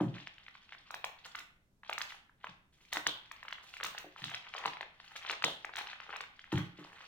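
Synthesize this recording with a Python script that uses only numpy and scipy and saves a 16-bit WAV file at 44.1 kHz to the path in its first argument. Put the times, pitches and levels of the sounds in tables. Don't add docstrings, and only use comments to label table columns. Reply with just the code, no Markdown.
import sys
import numpy as np
from scipy import signal
from scipy.fft import rfft, irfft
from scipy.io import wavfile
from scipy.ndimage import uniform_filter1d

SR = 44100
rng = np.random.default_rng(int(sys.argv[2]) if len(sys.argv) > 2 else 0)


def to_wav(sig):
    pcm = np.clip(np.atleast_2d(sig), -1, 1) * 32767
    pcm = np.round(pcm).astype(np.int16)
    wavfile.write(sys.argv[1], SR, pcm.T)


N = 311787

# t/s, level/dB over 1 ms, centre f/Hz, sharp ones also sizzle/dB re snap
CREASE_SNAPS = [(0.1829, -41, 2510), (0.2724, -34, 2250), (0.382, -45, 2500), (0.4645, -44, 2400),
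                (0.4823, -39.5, 2040), (0.5526, -44, 1620), (0.692, -47, 2400), (0.723, -38, 2000),
                (0.7316, -41, 2270), (0.7483, -44, 1650), (0.9066, -35, 1710, -7.5), (0.942, -31, 1640, -6),
                (1.0431, -25.5, 1500, -8), (1.3495, -35, 1700), (1.353, -32, 2000, -11),
                (1.3884, -37, 2500, -5), (1.8332, -43.5, 1670), (1.8955, -26.5, 1410, -16),
                (1.9132, -38, 2000), (1.9287, -27, 2130, -13), (1.98, -27.5, 1870, -5),
                (2.0071, -33, 1440, -15), (2.016, -27.5, 2700, -7.5), (2.106, -40, 2500),
                (2.1224, -38.5, 1800), (2.295, -52, 1400), (2.4429, -31, 1460, -22.5),
                (2.4696, -36.5, 1640), (2.851, -54, 2800, -7), (2.9284, -28, 1950, 0.5),
                (2.9593, -31, 1600, -7), (2.9698, -23, 1550, -10.5), (3.0674, -16.5, 2500, -12),
                (3.088, -35, 3400), (3.314, -35, 1870, -10), (3.4293, -37.5, 1700, -13), (3.451, -42, 1200),
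                (3.4826, -33.5, 2180, -20), (3.5074, -40, 2180, -15), (3.5264, -29, 2250, -18),
                (3.5834, -42.5, 1520), (3.739, -37.5, 2200), (3.7677, -38, 1970, -12), (3.8013, -34, 1750),
                (3.8094, -32.5, 1420), (3.832, -29.5, 1650, 0), (3.8458, -28.5, 1780, -3),
                (3.863, -33, 1900, 0), (3.948, -38, 1210), (3.9798, -33, 2310, -2), (4.162, -41, 1300),
                (4.241, -28, 2800, -9), (4.2953, -37.5, 1960, -8), (4.3456, -27.5, 2700, -16),
                (4.5389, -34, 2500), (4.5803, -34, 2330, -11.5), (4.6397, -32.5, 1400),
                (4.6575, -20, 1460, -13.5), (4.679, -32, 2300), (4.7343, -36, 2040), (4.77, -37.5, 1680),
                (4.8096, -29.5, 1560, -21.5), (4.8291, -34.5, 1530), (5.0007, -42, 1900),
                (5.162, -35, 2470, -7.5), (5.2496, -35.5, 1260), (5.2976, -24, 2100),
                (5.3095, -27.5, 2800, -13), (5.3278, -32, 2300), (5.335, -35, 2100),
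                (5.4229, -29, 1880, -16.5), (5.4412, -15, 2220, -14), (5.482, -31, 1000),
                (5.647, -28.5, 1600, -17), (5.6928, -39, 1230), (5.7368, -37.5, 1890),
                (5.7562, -34.5, 2020, -4), (5.7682, -32, 2610, -8), (5.7812, -34.5, 2500, -3),
                (5.79, -34, 2290), (5.811, -34, 1200), (5.8715, -36, 2480), (6.002, -36, 2080),
                (6.0928, -37, 1050), (6.1044, -36.5, 1460), (6.1614, -32, 2370, -12.5),
                (6.2069, -30.5, 1840, -13), (6.2382, -38.5, 1760), (6.3929, -41, 2650),
                (6.4416, -42.5, 1870), (6.5784, -31.5, 1650, -9), (6.848, -44, 1000), (7.006, -43, 1630)]
# f/centre f, level/dB
FACET_SPECTRUM = [(.03, -57.5), (.1, -17), (.3, -4.5), (.65, 2.5), (1.2, 3), (2, -3.5), (2.8, -7.5),
                  (10, -58)]
# f/Hz before the click's frequency scale, level/dB
EDGE_SPECTRUM = [(2000, -11.5), (4000, 4), (5600, -2.5), (7000, -1), (9500, -9.5), (12500, -16),
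                 (15100, -18), (16200, -15)]
# f/Hz, left-right correlation
ROOM_CORRELATION = [(100, 0.87), (300, 0.9), (600, 0.7), (1100, 0.0), (2000, -0.38), (4000, -0.021),
                    (15000, 0.17)]

DULL_DB = -25
HARD_DB = -19


def gain_of(db):
    return 10 ** (np.asarray(db) / 20)


def evened(x):
    return x / np.sqrt(np.mean(x ** 2) + 1e-20)


def unit(x):
    return x / np.sqrt(np.sum(x ** 2) + 1e-20)


def read(points, hz):
    f, value = np.transpose(points)
    return np.interp(np.log(hz + 1e-6), np.log(f), value)


def add(mix, s, sound):
    part = mix[max(round(s * SR), 0):][:len(sound)]
    part += sound[:len(part)]


def correlated(z, hz):
    same = np.clip(read(ROOM_CORRELATION, hz), -1, 1)
    same = same.reshape((-1,) + (1,) * (z.ndim - 2))
    z[1] = same * z[0] + np.sqrt(1 - same ** 2) * z[1]
    return z


def click(spectrum, scale_hz, flutter, flutter_s, focus=1, size=1024):
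    hz = abs(np.fft.fftfreq(size, 1 / SR))
    log_gain = np.log(gain_of(focus * read(spectrum, hz / scale_hz)))
    pulse = np.fft.ifft(np.exp(np.conj(signal.hilbert(log_gain)))).real
    decay = np.exp(-np.arange(size) / SR / flutter_s)
    shake = flutter * unit(rng.standard_normal(size) * decay)
    shake[0] += 1
    return rng.choice([-1, 1]) * unit(signal.fftconvolve(pulse, shake)[:size])


def air(level_db=-72.5):
    # f/Hz, density/dB per Hz before rms scaling
    air_spectrum = [(25, 5), (180, 0.5), (400, -10.5), (3000, -26), (5000, -26), (16000, -34)]
    hz = np.fft.rfftfreq(N, 1 / SR)
    z = correlated(rfft(rng.standard_normal((2, N))), hz)
    return gain_of(level_db) * evened(irfft(z * gain_of(read(air_spectrum, hz)), N))


def room(x, build_s=0.013, wall_s=0.015, wall=0.07):
    # f/Hz, T60/s
    t60_table = [(100, 0.33), (2000, 0.5), (7000, 0.29), (15000, 0.33)]
    # f/Hz, level/dB
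    colour_table = [(100, 6), (650, 0.5), (1600, -2.5), (3700, 1.5), (4700, -2), (15000, -0.5)]
    shape = (2, SR * 3 // 4)
    taps = rng.standard_normal(shape) * (rng.random(shape) < .12)
    hz, t, z = signal.stft(taps, SR, nperseg=256)
    z = correlated(z, hz)
    decay = gain_of(-60 * t / read(t60_table, hz)[:, None])
    tail = signal.istft(z * decay, SR, nperseg=256)[1]
    tail *= np.minimum(np.arange(tail.shape[1]) / SR / build_s, 1)
    tail = np.sqrt(2) * unit(tail)
    tail[:, round(wall_s * SR)] += wall
    colour = gain_of(read(colour_table, np.fft.rfftfreq(tail.shape[1], 1 / SR)))
    tail = irfft(rfft(tail) * colour)
    return signal.fftconvolve(x[None], tail, axes=1)[:, :N]


def moving_room(x, count=3, turns_per_s=1.3):
    turn = np.arange(N) / SR * turns_per_s
    shares = np.array([np.maximum(np.cos(2 * np.pi * (turn - k / count)), 0) for k in range(count)])
    shares = shares / np.linalg.norm(shares, axis=0)
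    return sum(room(x * share) for share in shares)


def direct(x, left_db, size=3):
    late = np.pad(x, (size, 0))[:len(x)]
    return np.array([gain_of(left_db) * x, gain_of(-left_db) * late])


def desk(focus=2.3, even_s=0.015, push_db=-18, low_hz=75, size=16384):
    # t/s, level/dB over 20 ms, centre f/Hz, settling time/s
    bumps = [(.004, -39, 900, 0.026), (.009, -30, 310, .002), (.039, -36, 165, 0.02),
             (.06, -36.5, 180, 0.02), (2.486, -60, 210, .01), (2.968, -53, 330, .005),
             (4.044, -52, 600, .02), (4.216, -52, 160, .03), (4.25, -52.5, 160, 0.03),
             (6.527, -33.5, 290, 0.009), (6.539, -31.5, 122, 0.002), (6.583, -39, 230, .003),
             (6.787, -51, 350, 0.02)]
    # f/Hz, resonance level/dB re push before bump scaling, T60/s
    modes = [(131, -0.5, 0.06), (176, -3, .2), (303, -0.5, 0.09), (545, -10.5, .07)]
    jolt_db, jolt_hz, jolt_s = -36.5, 230, 0.01
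    jolts = [(s, db + jolt_db, jolt_hz, jolt_s) for s, db, *_ in CREASE_SNAPS if db > -23]
    highpass = signal.butter(2, low_hz, "highpass", fs=SR)
    out = np.zeros(N)
    for s, db, hz, settle_s in list(bumps) + jolts:
        push = click(FACET_SPECTRUM, hz, np.sqrt(settle_s / even_s), settle_s, focus, size=size)
        ring = 0
        for mode_hz, mode_db, t60_s in modes:
            q = mode_hz * t60_s * np.pi / np.log(1000)
            resonator = signal.iirpeak(mode_hz, q, fs=SR)
            ring = ring + gain_of(mode_db) * signal.lfilter(*resonator, push)
        bump = signal.lfilter(*highpass, gain_of(push_db) * push + ring)
        add(out, s, gain_of(db) * np.sqrt(SR / 50) * unit(bump))
    return out


def slack(t):
    return np.interp(t, [4.1, 4.6, 6.2, 6.5], [0, 1, 1, 0])


def leftward_db(t):
    return 0.12 + 1.23 * slack(t)


def flexing(t, touch_db=-68, touch_sizzle_db=-97, grip_s=0.01, relax_s=0.015, swell_db=2):
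    # t/s, length/s, crackle level/dB before the swell, sharp ones also sizzle/dB re crackle
    flexes = [(0.0, 0.014, -39.5, -16), (0.134, 0.069, -53.5), (0.718, 0.033, -58.5), (0.908, 0.098, -68),
              (1.238, 0.025, -51, -9), (1.352, 0.05, -54, -7), (1.831, 0.19, -58), (1.994, 0.16, -57.5, -8),
              (2.455, 0.036, -57), (2.72, 0.19, -76, -3), (2.915, 0.045, -45, -5), (3.314, 0.67, -63),
              (3.617, 0.16, -62.5, -4.5), (3.823, 0.046, -44.5, -6.5), (3.936, 0.08, -56),
              (4.17, 0.06, -53, -14), (4.217, 0.14, -50.5, -17), (4.403, 0.08, -56), (4.521, 0.12, -49),
              (4.608, 0.06, -44.5), (5.019, 0.18, -60, -11), (5.15, 0.012, -46, -7), (5.207, 0.14, -48.5),
              (5.44, 0.05, -45, -6), (5.753, 0.06, -44.5, -16), (5.826, 0.11, -53), (6.006, 0.19, -51.5),
              (6.51, 0.08, -42, -14), (6.755, 0.3, -56.5, -16)]
    # start t/s, end t/s
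    touch_pauses = [(1.4, 2.02), (2.22, 2.41), (2.5, 2.88)]
    touching = 1. - sum((t > a) & (t < b) for a, b in touch_pauses)
    touch = abs(uniform_filter1d(touching, size=3072))
    effort, bright = gain_of(touch_db) * touch, gain_of(touch_sizzle_db) * touch
    for s, length_s, db, *sharp in flexes:
        sizzle_db = max(sharp, default=DULL_DB)
        swell = gain_of(db + swell_db * np.clip((t - s) / length_s, 0, 1))
        onset = np.clip((t - s) / grip_s, 0, 1)
        flex = swell * onset * np.exp(-np.maximum(t - s - length_s, 0) / relax_s)
        effort = np.maximum(effort, flex)
        bright = np.maximum(bright, gain_of(sizzle_db) * flex)
    return effort, bright


def sparks(per_s, spread_db):
    size = gain_of(spread_db * (np.minimum(rng.exponential(1, N), 3.0) - 2))
    return size * (rng.random(N) < per_s / SR)


def crackle(centre_hz=1900, scatter=0.77, deepening=0.15, deepening_per_db=0.065,
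            per_s=800, clump_db=2.8, clump_s=.014, count=24):
    t = np.arange(N) / SR
    effort, bright = flexing(t)
    pull_db = np.clip(20 * np.log10(effort + 1e-9) + 50, -16, 0)
    depth = deepening * slack(t) + deepening_per_db * pull_db
    spread_db = 5.5 + .19 * pull_db
    knots = np.arange(0, t[-1], clump_s)
    rows = rng.uniform(-1, 1, (2, SR))
    strength, colour = (np.interp(t, knots, row[:len(knots)]) for row in rows)
    clumps = gain_of(2 * clump_db * strength)
    body, edge = np.zeros((2, N))
    for place in np.linspace(-1, 1, count):
        offset = scatter * place
        train = clumps * sparks(per_s / count, spread_db)
        tick = click(FACET_SPECTRUM, centre_hz * np.exp(offset), flutter=.9, flutter_s=.0018, focus=3.1)
        share = np.exp(-offset * depth - (place - colour) ** 2)
        body += signal.oaconvolve(train * share, tick)[:N]
        edge_tick = click(EDGE_SPECTRUM, 1, flutter=1.5, flutter_s=.002)
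        edge += signal.oaconvolve(train, edge_tick)[:N]
    return effort * evened(body) + bright * evened(edge)


def sizzle(s, flutter, flutter_s, taut_hz=14600, taut_db=-17.5):
    edge = click(EDGE_SPECTRUM, 0.89, flutter, flutter_s)
    top = signal.butter(2, [0.93 * taut_hz, 1.07 * taut_hz], "bandpass", fs=SR)
    fizz = unit(signal.lfilter(*top, edge))
    return edge + gain_of(taut_db) * (1 - slack(s)) * fizz


def sheet(hz, ring_hz=3300, ring_s=0.00024, ring_db=-0.5, flap_db=-6):
    flap = click(FACET_SPECTRUM, hz / 2, flutter=.5, flutter_s=.002)
    t = np.arange(len(flap)) / SR
    ring = unit(t * np.exp(-t / ring_s) * np.sin(2 * np.pi * ring_hz * t))
    return gain_of(flap_db) * flap + gain_of(ring_db) * ring


def snaps(narrowing=0.076, slip_db=-22, edge_s=0.0029, edge_flutter=0.98,
          room_base_db=-5.5, room_fall=0.091, room_per_sizzle=0.15):
    near, far = np.zeros((2, N)), np.zeros(N)
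    one_ms = np.sqrt(SR / 1000)
    for s, db, hz, *sharp in CREASE_SNAPS:
        sizzle_db = max(sharp, default=DULL_DB)
        focus = 1 + narrowing * max(HARD_DB - db, 0) * (1 - 0.45 * slack(s))
        body = one_ms * click(FACET_SPECTRUM, hz, flutter=1.0, flutter_s=0.002, focus=focus)
        room_db = room_base_db - room_fall * (db + 30) + room_per_sizzle * (sizzle_db + 15)
        slip_s, lag = rng.uniform(0.0009, 0.0045), rng.integers(2, 5)
        for side, heard in zip(near, direct(body, leftward_db(s), size=lag)):
            edge = one_ms * gain_of(sizzle_db) * sizzle(s, edge_flutter, edge_s)
            add(side, s - slip_s, gain_of(db + slip_db) * heard)
            add(side, s, gain_of(db) * (heard + edge))
        thrown = one_ms * sheet(hz) if db > HARD_DB else body
        add(far, s, gain_of(db + room_db) * (thrown + edge))
    return near, far


def scene():
    near, far = snaps()
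    fine, knocks = crackle(), desk()
    fine_direct = direct(fine, leftward_db(np.arange(N) / SR))
    film = near + fine_direct + moving_room(far + gain_of(-3) * fine)
    low = direct(knocks, left_db=0.6, size=1) + room(gain_of(-7.0) * knocks)
    return film + low + air()


def record(dry, lag_s=.005, left_db=-3, right_db=2, split_hz=4850, edge_hz=16100):
    bass = signal.oaconvolve(dry, signal.firwin(201, split_hz, fs=SR)[None], "same")
    treble = np.pad(dry - bass, ((0, 0), (round(lag_s * SR), 0)))[:, :N]
    out = bass + gain_of([[left_db], [right_db]]) * treble
    lowpass = signal.firwin(511, edge_hz, window=("kaiser", 9), fs=SR)
    return signal.oaconvolve(out, lowpass[None], "same")


dry = scene()
out = record(dry)
to_wav(out)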